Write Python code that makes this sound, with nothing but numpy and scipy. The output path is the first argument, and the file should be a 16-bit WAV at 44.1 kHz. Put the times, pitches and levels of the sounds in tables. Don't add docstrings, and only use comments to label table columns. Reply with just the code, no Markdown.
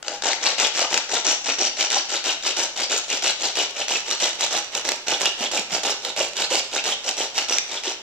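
import sys
import numpy as np
from scipy import signal
from scipy.fft import rfft, irfft
from scipy.io import wavfile
from scipy.ndimage import uniform_filter1d, minimum_filter1d

SR = 44100
rng = np.random.default_rng(int(sys.argv[2]) if len(sys.argv) > 2 else 0)


def transcribe(signal):
    frames = np.atleast_2d(signal).T
    limited = np.clip(frames, -1, 1)
    pcm = np.round(limited * 32767).astype(np.int16)
    wavfile.write(sys.argv[1], SR, pcm)


N = 353682
TIME = np.arange(N) / SR
FFT_SIZE = 3 * 2 ** 17
FREQ = np.maximum(np.arange(FFT_SIZE // 2 + 1) * SR / FFT_SIZE, 1)

# out_start_s, back_start_s, out_force_db, back_force_db
TWISTS = [(0.041, 0.236, -34, -23), (0.412, 0.581, -22, -19.5), (0.738, 0.905, -21.5, -24.5),
          (1.091, 1.246, -22, -21), (1.443, 1.584, -21.5, -22), (1.768, 1.91, -20.5, -21.5),
          (2.088, 2.24, -22, -20.5), (2.425, 2.565, -20.5, -21), (2.759, 2.897, -20.5, -20),
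          (3.081, 3.223, -21, -19.5), (3.395, 3.554, -21, -20), (3.75, 3.89, -23.5, -20.5),
          (4.059, 4.2, -23, -19.5), (4.389, 4.508, -19.5, -22.5), (4.721, 4.845, -25.5, -26.5),
          (5.066, 5.2, -21, -22.5), (5.379, 5.514, -23, -22.5), (5.698, 5.833, -21.5, -21),
          (6.021, 6.163, -27, -21.5), (6.356, 6.503, -21, -20), (6.714, 6.84, -22, -21),
          (7.036, 7.168, -25, -23.5), (7.344, 7.484, -22, -21.5), (7.684, 7.835, -25.5, -24)]
# pitch_hz, width_hz, boost_db
RESONANCES = [(581, 49, -0.5), (816, 112, 3), (1414, 155, 1.5), (2912, 210, 2.5), (3734, 96, 1),
              (5805, 500, 6), (7090, 740, 3)]
# time_s, treble_left_minus_right_db, middle_db
SWAY = [(0, 2, 10.5), (1.301, 1.5, 5.5), (2.2, 0, 4.5), (3.4, -0.5, 1), (4.6, -4.5, 5.5), (6.6, -5, 3),
        (7.6, -2, 3)]


def undb(db):
    return 10 ** (np.asarray(db) / 20)


def across(points):
    hz, value = np.transpose(points)
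    return np.interp(np.log(FREQ), np.log(hz), value)


def follow(curve):
    times, *columns = np.transpose(curve)
    return [np.interp(TIME, times, column) for column in columns]


def below(hz, order):
    return 1 / (1 + (FREQ / hz) ** order)


def peak(hz, width_hz):
    return 1 / (1 + (2 * (FREQ - hz) / width_hz) ** 2)


def shape(x, response):
    return irfft(rfft(x, FFT_SIZE) * response, FFT_SIZE)[..., :N]


def causal(db):
    cepstrum = irfft(db * np.log(10) / 20)
    cepstrum[1:FFT_SIZE // 2] *= 2
    cepstrum[FFT_SIZE // 2 + 1:] = 0
    return np.exp(rfft(cepstrum))


def fade(energy, t60_s):
    keep = np.exp(-2 * np.log(1000) / (t60_s * SR))
    return signal.lfilter([1 - keep], [1, -keep], energy)


def room_tone(mid_db=-53):
    # frequency_hz, gain_db
    colour = [(20, 2), (70, -2), (1000, 1.5), (15000, -25)]
    mid, side = shape(rng.standard_normal((2, N)), undb(across(colour)))
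    return undb(mid_db) * (mid + side * np.array([[1], [-1]]) / np.sqrt(2)) / np.std(mid)


def room_echo(x, tail_db=-2.5, t60_s=0.59, gap_s=0.0026, build_s=0.0039, near_db=-13, near_s=0.0021):
    # frequency_hz, side_minus_mid_db
    spread = [(750, -27), (2000, 2)]
    t = TIME[:SR // 2]
    tail = np.clip((t - gap_s) / build_s, 0, 1) * np.exp(-np.log(1000) * t / t60_s)
    near = t * np.exp(-2 * t / near_s)
    outline = undb(tail_db) * tail / np.linalg.norm(tail) + undb(near_db) * near / np.linalg.norm(near)
    edges = [0] + [int(start * SR) for start, *_ in strokes()[1:]] + [N]
    echo = np.zeros((2, N + len(t)))
    for a, b in zip(edges, edges[1:]):
        reflections = outline * rng.standard_normal((2, len(t)))
        echo[:, a:b + len(t) - 1] += signal.fftconvolve(x[None, a:b], reflections, axes=1)
    width = undb(across(spread))
    colour = undb(-5 * below(1000, 4) - 12.5 * (1 - below(8000, 4)))
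    mid, side = shape(echo, colour * np.array([np.ones_like(width), width]) / np.sqrt(1 + width ** 2))
    return np.array([mid + side, mid - side])


def strokes(out_rise_s=0.048, out_share=0.86, back_rise_s=0.025, back_s=0.12):
    rows = []  # start_s, hardest_s, end_s, bite_share, force_db, body_db, edge_db
    for out, back, out_db, back_db in TWISTS:
        rows.append((out, out + out_rise_s, out + out_share * (back - out), 0.29, out_db, -3.23, 0))
        rows.append((back, back + back_rise_s, back + back_s, 0.49, back_db, -2.5, 1))
    return np.array(rows)


def hand_force(hold_until_share=0.62, hold=0.76, release=0.12):
    push = np.zeros(N)
    for start, hardest, end, bite, force_db, *_ in strokes():
        times = np.sort([start, hardest, start + hold_until_share * (end - start), end])
        push += np.interp(TIME, times, [bite, 1, hold, release], left=0, right=0) * undb(force_db)
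    return push


def vibration(energy):
    return np.sqrt(energy) * rng.standard_normal((2, N))


def fractures(per_s, scatter_db, t60_s):
    sizes = undb(scatter_db * np.clip(rng.standard_normal(N), -2, 2))
    energy = fade((rng.random(N) < per_s / SR) * sizes ** 2, t60_s)
    return energy / (uniform_filter1d(energy, size=1100) + 1e-9)


def judders(length_s=0.032, q=6, gain_db=1.5, stray_low_hz=2504, stray_high_hz=6510, stray_db=-7.5):
    # centre_s, pitch_hz, relative_level_db
    wedged = [(0.47, 4300, -23.5), (.822, 630, -29.5), (.848, 830, -31), (1.972, 820, -30),
              (3.285, 3050, -34.5), (4.55, 690, -32), (5.26, 2880, -23), (5.415, 243, -41),
              (5.594, 242, -41.5), (5.731, 181, -44), (6.212, 566, -27), (6.519, 546, -31.5),
              (7.878, 390, -35)]
    strays = []
    for start, _, end, _, force_db, *_ in strokes():
        when, pitch = rng.random(2)
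        centre_s = start + (0.33 + 0.4 * when) * (end - start)
        hz = stray_low_hz * (stray_high_hz / stray_low_hz) ** pitch
        strays.append((centre_s, hz, force_db + stray_db))
    out, n = np.zeros(N), int(length_s * SR)
    for centre_s, hz, db in strays + wedged:
        slips = rng.standard_normal(SR // 10)
        ring = signal.lfilter(*signal.iirpeak(hz, q, fs=SR), slips)
        ring = signal.lfilter(*signal.iirpeak(hz, 2, fs=SR), ring)[-n:] * np.hanning(n)
        first = int(centre_s * SR) - n // 2
        out[first:first + n] += ring / np.std(ring) * undb(db + gain_db)
    return out


def chatter(push, per_s=110, shift_db=8):
    out = 0
    hardest = strokes()[:, 1]
    for hz, width_hz, _ in RESONANCES:
        favour = undb(np.interp(TIME, hardest, shift_db * rng.uniform(-1.04, 1, len(hardest))))
        breaks = push * favour * vibration(fractures(per_s, scatter_db=-1.5, t60_s=0.0041))
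        out = out + signal.lfilter(*signal.iirpeak(hz, hz / (2 * width_hz), fs=SR), breaks)
    return out


def snaps(push, t60_s=0.012, break_s=0.0015, crumbs_per_s=12, crumb_db=-29, pieces_per_s=14, piece_db=5):
    # start_s, relative_level_db
    corns = [(.027, -29), (0.081, -20), (.222, -21.5), (0.331, -19.5), (0.942, -14), (0.976, -12.5),
             (1.589, -24), (1.8, -17.5), (1.808, -15), (1.902, -18), (2.476, -19), (2.569, -22),
             (3.101, -17.5), (3.882, -17.5), (4.111, -15.5), (4.408, -14.5), (4.75, -16), (4.851, -20),
             (4.889, -12), (4.918, -16), (5.082, -13.5), (5.216, -16), (5.256, -13), (6.049, -18),
             (6.367, -21), (6.553, -15.5), (7.09, -15), (7.379, -12.5), (7.385, -16.5), (7.584, -14)]
    crumbs = (rng.random(N) < crumbs_per_s / SR) * rng.random(N) * undb(crumb_db) ** 2
    pieces = (rng.random(N) < pieces_per_s / SR) * rng.random(N) * (push * undb(piece_db)) ** 2
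    energy = crumbs + pieces
    clicks = []
    for out, back, out_db, back_db in TWISTS:
        luck_db = rng.uniform(-2, 2, 2)
        clicks += [(out, out_db - 14 + luck_db[0]), (back, back_db - 3.5 + luck_db[1])]
    n = int(break_s * SR)
    for start_s, db in corns + clicks:
        first = int(start_s * SR)
        energy[first:first + n] += undb(db) ** 2 / n
    return fade(energy * SR / 500, t60_s)


def grip(x, body_per_force=-0.42, top_per_pan=0.62):
    # time_s, bass_db, treble_db, burr_ring_db, top_db
    drift = [(0, 4, 3, -6, -6), (.7, 1.5, 1.5, -2.5, 3), (1.5, 1.5, 0, 4.5, -2), (2.2, -1, -1.3, 0.5, 0),
             (3, -0.5, -1.5, -1.5, 0.5), (4.2, -1, -4, 2, -0.5), (5.3, 2.5, -3, 0.5, 1),
             (6.5, 1, -1, -6, 0), (7.2, 0.5, -2.4, 0.5, 1.5), (8, -4.5, -3.5, 2.5, -1.5)]
    bass_db, treble_db, ring_db, top_db = follow(drift)
    pan_db, middle_db = follow(SWAY)
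    start, _, end, _, force_db, body_db, edge_db = strokes().T
    body_db = body_db + body_per_force * (force_db - force_db.mean())
    times = np.column_stack([start, end]).ravel()
    held_body_db = np.interp(TIME, times, np.repeat(body_db, 2))
    held_edge_db = np.interp(TIME, times, np.repeat(edge_db, 2))
    bands = [(below(1020, 8), held_body_db + bass_db),
             (below(2100, 8) - below(1020, 8), middle_db),
             (below(8600, 8) - below(4800, 8), held_edge_db + treble_db),
             (peak(5800, width_hz=500), ring_db),
             (1 - below(8600, 8), held_edge_db + top_db - top_per_pan * pan_db)]
    return x + sum(shape(x, band) * (undb(db) - 1) for band, db in bands)


def pepper_mill(crunch_db=-3, shard_db=-3, chatter_db=-5, crack_db=1.36):
    # frequency_hz, gain_db
    colour = [(50, -32), (110, -22), (200, -16), (340, -2.5), (600, 0.5), (900, -3), (1060, -11.5),
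              (1750, -9.5), (2400, -2.5), (4600, -0.5), (7700, -5.5), (8600, -19), (11000, -28),
              (15000, -37)]
    push = hand_force()
    fine = fractures(per_s=750, scatter_db=3.0, t60_s=0.017)
    coarse = fractures(per_s=200, scatter_db=6.5, t60_s=0.012)
    brittle = fractures(per_s=120, scatter_db=-3.0, t60_s=0.049)
    bass, top = below(1100, 4), 1 - below(7500, 10)
    crunch = shape(push * vibration(fine), np.sqrt((1 - bass) * (1 - top))) * undb(crunch_db)
    peak_push = 1e-9 - minimum_filter1d(-push, size=4400)
    hard_push = push * np.sqrt(2 * push / peak_push)
    knocks = shape(hard_push * vibration((fine + coarse) / 2), np.sqrt(bass))
    shards = shape(hard_push * vibration((fine / 2 + brittle) / 2), np.sqrt(top)) * undb(shard_db)
    cracks = shape(vibration(snaps(push)), undb(crack_db - 4 * bass + 2 * top))
    breaks = crunch + knocks + shards + cracks + undb(chatter_db) * chatter(push)
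    body = causal(across(colour) + sum(db * peak(hz, width_hz) for hz, width_hz, db in RESONANCES))
    return shape(grip(breaks), body / np.sqrt(np.mean(abs(body) ** 2)))


def scene(shadow_hz=1200, scatter_hz=3500, scatter_db=-4):
    # frequency_hz, left_minus_right_db
    mic_balance = [(100, -2), (700, 0), (1300, 2.5), (2700, 3), (4700, 3.5), (5800, -1), (7800, 3),
                   (9000, -2.5), (14000, -1.5)]
    # frequency_hz, left_lead_rad
    mic_phase = [(1000, 0), (2800, .5), (3900, .1), (4200, -1.9), (7500, -1.8), (11000, -.8)]
    sides = np.array([[1], [-1]]) / 2
    short_waves = 1 - below(shadow_hz, 2)
    shared, apart = pepper_mill()
    shared = shared + judders()
    scatter = undb(scatter_db) * (1 - below(scatter_hz, 2))
    pair = shared + 2 * sides * shape(apart, scatter)
    phase_shift = np.exp(1j * sides * short_waves * across(mic_phase))
    direct = shape(pair, phase_shift / np.sqrt(1 + scatter ** 2))
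    heard = shape(direct + room_echo(shared), undb(sides * across(mic_balance)))
    pan_db, _ = follow(SWAY)
    treble_sway = shape(heard, short_waves) * (undb(sides * pan_db) - 1)
    return heard + treble_sway + room_tone()


def record(dry, top_hz=15600):
    top_cut = signal.ellip(10, 0.2, 80, top_hz, fs=SR, output="sos")
    return signal.sosfilt(top_cut, np.clip(dry, -1, 1))


dry = scene()
out = record(dry)
transcribe(out)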